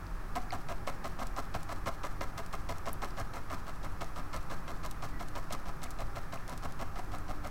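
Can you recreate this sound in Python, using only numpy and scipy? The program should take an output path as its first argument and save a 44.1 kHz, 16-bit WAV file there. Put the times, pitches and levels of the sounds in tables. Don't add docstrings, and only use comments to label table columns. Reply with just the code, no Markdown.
import sys
import numpy as np
from scipy import signal
from scipy.fft import rfft, irfft
from scipy.io import wavfile

SR = 44100
rng = np.random.default_rng(int(sys.argv[2]) if len(sys.argv) > 2 else 0)


def digitize_waveform(pressure):
    field = np.atleast_2d(pressure).T
    bounded = np.clip(field, -1, 1)
    quanta = np.round(bounded * 32767).astype(np.int16)
    wavfile.write(sys.argv[1], SR, quanta)


N = 330750

# [landing t/s, contact length t/s, delay from landing to the hardest push t/s, strength level/dB]
DABS = [(0.353, 0.026, 0.0094, -34), (0.518, 0.039, 0.0097, -38), (0.685, 0.039, 0.011, -40),
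        (0.87, 0.029, 0.004, -35.5), (1.04, 0.03, 0.0079, -39), (1.187, 0.046, 0.029, -39.5),
        (1.363, 0.036, 0.024, -37.0), (1.541, 0.024, 0.0065, -36.5), (1.687, 0.041, 0.035, -40),
        (1.858, 0.033, 0.016, -34.5), (2.033, 0.036, 0.012, -38.5), (2.207, 0.034, 0.0046, -38),
        (2.375, 0.03, 0.0065, -40.5), (2.525, 0.03, 0.013, -39.5), (2.689, 0.033, 0.0057, -39),
        (2.856, 0.036, 0.02, -38), (3.017, 0.035, 0.017, -37), (3.169, 0.048, 0.035, -40.5),
        (3.332, 0.048, 0.036, -44), (3.497, 0.048, 0.036, -40.5), (3.666, 0.039, 0.024, -45.5),
        (3.829, 0.038, 0.02, -45.5), (4.007, 0.027, 0.0088, -39), (4.158, 0.043, 0.022, -44),
        (4.329, 0.046, 0.016, -41), (4.498, 0.041, 0.018, -42.5), (4.676, 0.04, 0.0091, -44.9),
        (4.832, 0.036, 0.024, -42.5), (5.022, 0.034, 0.016, -41), (5.195, 0.036, 0.014, -43.6),
        (5.351, 0.039, 0.014, -41.5), (5.502, 0.049, 0.029, -40.5), (5.655, 0.044, 0.035, -45),
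        (5.817, 0.043, 0.013, -46.5), (5.987, 0.035, 0.013, -41.5), (6.152, 0.035, 0.015, -42),
        (6.322, 0.036, 0.012, -42.2), (6.481, 0.058, 0.017, -46), (6.625, 0.032, 0.03, -40.5),
        (6.792, 0.036, 0.029, -40.5), (6.954, 0.044, 0.035, -43), (7.117, 0.044, 0.023, -43.5),
        (7.281, 0.036, 0.025, -42.5), (7.438, 0.04, 0.017, -43)]
# [t/s, tilt from lower to upper canvas modes level/dB (weighted in canvas()), scratchiness level/dB]
SPOTS = [(0.35, -6.5, -2), (0.9, -0.5, -0.3), (1.7, -1.13, -0.28), (2.4, 2.5, 0), (3.2, 2.5, -0.2),
         (4.1, 4, 0), (4.9, 3.5, 1.3), (5.7, -1, -1), (6.35, 2.5, -0.5), (6.7, -4, -0.4), (7.45, -1, -2.5)]
HOLD = 0.57
SNAP_HZ, SNAP_OCTAVES = 5330, 1.32


def amp(db):
    return 10 ** (np.asarray(db) / 20)


def unit(x):
    return x / np.sqrt(np.mean(x ** 2) + 1e-20)


def add(mix, s, sound):
    part = mix[max(round(s * SR), 0):][:len(sound)]
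    part += sound[:len(part)]


def bins(size):
    return np.fft.rfftfreq(size, 1 / SR)


def bell(hz, centre_hz, octaves):
    return np.exp(-(np.log2((hz + 1) / centre_hz) / octaves) ** 2)


def contour(points, hz):
    f, db = np.transpose(points)
    return amp(np.interp(np.log(hz + 1), np.log(f), db))


def noise(gain_at):
    spectrum = rfft(rng.standard_normal(N))
    return unit(irfft(spectrum * gain_at(bins(N)), N))


def response(gain):
    log_gain = np.log(np.maximum(gain / gain.max(), 1e-4))
    circle = np.concatenate([log_gain, log_gain[-2:0:-1]])
    spectrum = np.exp(np.conj(signal.hilbert(circle)))
    impulse = np.fft.ifft(spectrum).real[:len(gain)]
    return impulse / np.linalg.norm(impulse)


def ring(x, points):
    body = response(contour(points, bins(size=4096)))
    return signal.oaconvolve(x, body)[:N]


def blows(count, per_s, spread_db):
    chance = rng.random(count)
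    size = rng.exponential(1, count)
    sign = rng.choice([-1, 1], count)
    return (chance < per_s / SR) * sign * amp(spread_db * np.minimum(size, 3.5))


def burst(pressure, length, db, per_s, spread_db):
    x = pressure * blows(len(pressure), per_s, spread_db)
    return amp(db) * unit(x) * np.sqrt(length * SR / len(x))


def contact(length, peak, hold, rise, release, crest):
    t = np.arange(int((length + 5 * release) * SR)) / SR
    usual_s, hold_per_s = 0.037, 15
    hold = np.clip(hold + hold_per_s * (length - usual_s), 0, 1)
    push = hold + (1 - hold) * np.exp(-((t - peak) / crest) ** 2)
    landing = np.minimum(t / (rise + 0.02 * peak), 1)
    return push * landing * np.exp(-np.maximum(t - length, 0) / release)


def canvas(lag=0.002, low_hz=745, high_hz=1250):
    out, hz = np.zeros(N), bins(size=8192)
    modes = canvas_gain(hz)
    upper = 0.12 * bell(hz, high_hz, octaves=0.34) - 1.36 * bell(hz, low_hz, octaves=0.12)
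    times, tilts_db, _ = np.transpose(SPOTS)
    for s, length, peak, db in DABS:
        tilt_db = np.interp(s, times, tilts_db)
        pressure = contact(length, peak, HOLD, rise=0.0012, release=0.0041, crest=0.0069)
        drive = pressure * blows(len(pressure), per_s=1700, spread_db=1.9)
        thud = signal.fftconvolve(drive, response(modes * amp(tilt_db * upper)))
        add(out, s + lag, amp(db) * np.sqrt(length * SR) * thud / np.linalg.norm(thud))
    return out


def canvas_gain(hz):
    # [f/Hz, width f/Hz (0.69 of it from f, a mode halves), level/dB]
    modes = [(96, 40, -6), (166, 40, -9), (240, 60, -7), (330, 120, -12), (562, 75, -2.5), (628, 60, -6),
             (682, 55, 2.5), (750, 60, -1.5), (802, 50, -1), (970, 55, -3), (1016, 45, 0), (1090, 85, -2),
             (1230, 90, -1.5), (1325, 100, -4.5), (1605, 90, -10), (1720, 150, -12.5), (2085, 150, -9.5),
             (2520, 350, -21), (2850, 500, -25)]
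    power = 0
    for f, width, db in modes:
        distance = (hz - f) / (0.69 * width)
        power = power + amp(db) ** 2 / (1 + distance ** 2) ** 2
    return np.sqrt(power)


def thump(thump_db=-9.5, lag=0.0059, stretch=1.31):
    out = np.zeros(N)
    for s, length, _, db in DABS:
        weight = np.hanning(int(length * stretch * SR))
        add(out, s + lag, burst(weight, length, db + thump_db, per_s=2400, spread_db=4.0))
    return ring(out, [(50, -19), (100, 2), (190, -10.5), (245, 1), (340, -14.5), (430, -5.0), (900, -46)])


def bristles(touch_db=-7.5, rub_db=-4, crackle_db=-0.5, lift_delay=0.012, lift_length=0.06):
    # [f/Hz, relative level/dB]
    colour = [(301, -11), (1501, -1.5), (2501, -1), (3301, 0.6), (3751, -0.5), (4151, 2.5), (4901, -2.1),
              (5451, 1.5), (7201, -5), (7701, -1.5), (9901, -10), (10801, -8), (13501, -9), (16001, -11)]
    strike_db, strike_s = 6, 0.013
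    peel_below_db, peel_spread_db = -12, 2
    tips, hairs = np.zeros(N), np.zeros(N)
    for (s, length, peak, strength_db), tack in zip(DABS, rng.uniform(-1.1, 1, len(DABS))):
        db = scratch_db(s, strength_db)
        tips_db = db + touch_db + strike_db * np.exp(-peak / strike_s)
        peel_db = db + peel_below_db + peel_spread_db * tack
        pressure = contact(length, peak, HOLD + 0.17, rise=0.0048, release=0.0079, crest=0.011)
        splay = np.minimum(np.arange(len(pressure)) / (0.41 * length * SR), 1)
        touch = pressure * (1 - 0.85 * splay)
        add(tips, s - .0015, burst(touch, length, tips_db, per_s=1500, spread_db=4))
        add(hairs, s, burst(pressure * splay, length, db + rub_db, per_s=9000, spread_db=-1.0))
        add(hairs, s, burst(pressure * splay, length, db + crackle_db, per_s=600, spread_db=4.5))
        peel = np.sqrt(np.hanning(int(lift_length * SR)))
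        add(hairs, s + length + lift_delay, burst(peel, lift_length, peel_db, per_s=1400, spread_db=3.5))
    dull_tips = ring(tips, [(400, -21.0), (2200, 7.5), (6000, 1.5), (9000, -1.5), (15000, -16)])
    return ring(hairs + dull_tips, colour)


def scratch_db(s, db):
    times, _, scratchy_db = np.transpose(SPOTS)
    medium_db, level_db, slope = -40, -53.5, 0.75
    return level_db + slope * (db - medium_db) + np.interp(s, times, scratchy_db)


def snaps(scatter_octaves=0.19, lag=0.00099):
    # [t/s (before the
    # lag), click peak level/dB]
    snap_rows = [(0.3591, -32), (0.8717, -36), (1.0764, -37), (1.269, -33), (1.6304, -33.5), (2.379, -31.5),
                 (2.4618, -37), (2.5276, -40), (2.6934, -36), (2.7823, -35.5), (3.2, -33), (3.3607, -39),
                 (4.0432, -36), (4.363, -34), (4.8608, -29), (4.9112, -28.5), (5.2845, -38), (5.5238, -25),
                 (5.5274, -28), (5.5324, -28), (5.8314, -30), (5.8375, -28), (5.8414, -31), (5.9058, -30),
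                 (5.9106, -35), (6.3579, -43), (6.4782, -34), (6.4948, -34), (6.5762, -34), (6.7221, -37),
                 (7.1835, -37), (7.472, -34)]
    # [t/s, click peak level/dB, centre f/Hz, octaves from the centre to a gain of 1/e]
    flick_rows = [(0.0673, -43, 4630, 0.4), (0.5056, -35, 4540, .18), (0.506, -35, 2130, .22),
                  (2.9312, -25, 11500, 0.5), (3.1065, -43, 4870, 0.23), (5.868, -44, 2370, .25),
                  (6.374, -43, 2480, .25)]
    thread_chance, thread_delay, thread_scatter, thread_db = .35, 0.056, .01, -46.5
    out = np.zeros(N)
    for (s, db), colour in zip(snap_rows, rng.standard_normal(len(snap_rows))):
        centre_hz = SNAP_HZ * 2 ** (scatter_octaves * colour)
        add(out, s + lag, tick(db, centre_hz, SNAP_OCTAVES))
    for s, db, centre_hz, octaves in flick_rows:
        add(out, s, tick(db, centre_hz, octaves, after_db=-9, decay=.0025))
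    for (s, length, *_), (chance, late) in zip(DABS, rng.random((len(DABS), 2))):
        if chance < thread_chance:
            thread_s = s + length + thread_delay + thread_scatter * (2 * late - 1)
            add(out, thread_s, tick(thread_db, SNAP_HZ, SNAP_OCTAVES))
    return out


def tick(db, centre_hz, octaves, after_db=-1.0, decay=0.0034):
    t, hz = np.arange(600) / SR, bins(size=512)
    click = response(bell(hz, centre_hz, octaves))
    quiver = rng.standard_normal(len(t)) * np.exp(-t / decay)
    drive = (t == 0) + amp(after_db) * quiver / np.linalg.norm(quiver)
    return amp(db) * signal.fftconvolve(drive, click / abs(click).max())


def squeak(chirp_db=-60.5):
    start, length, high_hz, low_hz = 5.115, .085, 2005, 1940
    t = np.arange(int(length * SR)) / SR
    hz = low_hz + (high_hz - low_hz) * (1 - t / length) ** 2
    tone = np.sin(2 * np.pi * np.cumsum(hz) / SR)
    faded = signal.windows.tukey(len(t), .5) * tone
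    out = np.zeros(N)
    add(out, start, amp(chirp_db) * unit(faded))
    return out


def air_push(push_db=-33.5):
    out = np.zeros(N)
    lead, rebound, settle = .07, .028, .07
    for (s, length, *_), (dip, size_db) in zip(DABS, rng.standard_normal((len(DABS), 2))):
        t = np.arange(-lead, length + settle + rebound, 1 / SR)
        lifted = length + rebound
        knots = [-lead, -.012, length / 4, length * 3 / 4, lifted, lifted + settle]
        push = np.interp(t, knots, [0, 1, (1 + dip) / 2, 1, -1.35, 0])
        add(out, s - lead, push * amp(size_db))
    smooth = signal.sosfiltfilt(signal.butter(2, 29, fs=SR, output="sos"), out)
    return amp(push_db) * (smooth - smooth.mean())


def approach(gust_db=-35, start=0.012, length=0.37, centre_hz=15):
    swell = np.zeros(N)
    add(swell, start, np.sqrt(np.hanning(int(length * SR))))
    return amp(gust_db) * swell * noise(lambda hz: bell(hz, centre_hz, octaves=1.15))


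def reflections(x, wet_db=-17.0, t60=0.34, delay=0.0029, dull_hz=4400):
    t = np.arange(SR // 2) / SR
    tail = rng.standard_normal(len(t)) * amp(-60 * t / t60) * (t > delay)
    tail = signal.lfilter(*signal.butter(1, dull_hz, fs=SR), tail)
    return amp(wet_db) * signal.oaconvolve(x, tail / np.linalg.norm(tail))[:N]


def room_noise(rush_db=-49.0, deep_db=-43.0):
    # [f/Hz, relative level/dB (before the lows around and below 10 Hz are weakened)]
    deep = [(12, -1), (20, 0), (28, 6.5), (45, 1), (62, -10), (87, -2.5), (125, -11), (165, -10.5),
            (205, -26.5), (500, -60)]
    # [f/Hz, relative level/dB]
    airy = [(90, -8), (165, 3), (215, -1), (350, -3.5), (500, -7.5), (900, -5), (1280, -0.5), (1480, -7),
            (1720, -7), (2050, -15), (2450, -16.5), (2900, -23.5), (3850, -25), (5450, -24), (7000, -28.5),
            (15900, -31.5)]
    # [f/Hz, level/dB, distance from f at which the gain halves f/Hz]
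    hum_lines = [(299.1, -63, 1.9), (366.5, -68, 1.5), (804, -64.5, 9.4)]
    rumble = amp(deep_db) * noise(lambda hz: contour(deep, hz) * hz / np.hypot(hz, 10))
    rush = amp(rush_db) * noise(lambda hz: contour(airy, hz))
    hum = np.zeros(N)
    for f, db, width in hum_lines:
        hum += amp(db) * noise(lambda hz: 1 / (1 + ((hz - f) / width) ** 2))
    return rumble + rush + hum


def scene():
    brush = canvas() + thump() + bristles() + snaps() + squeak()
    air = air_push() + approach()
    return (brush + reflections(brush) + air + room_noise())[None]


def record(dry):
    low_pass = signal.firwin(511, 15950, window=("kaiser", 9), fs=SR)
    return signal.oaconvolve(dry, low_pass[None], "same")


dry = scene()
out = record(dry)
digitize_waveform(out)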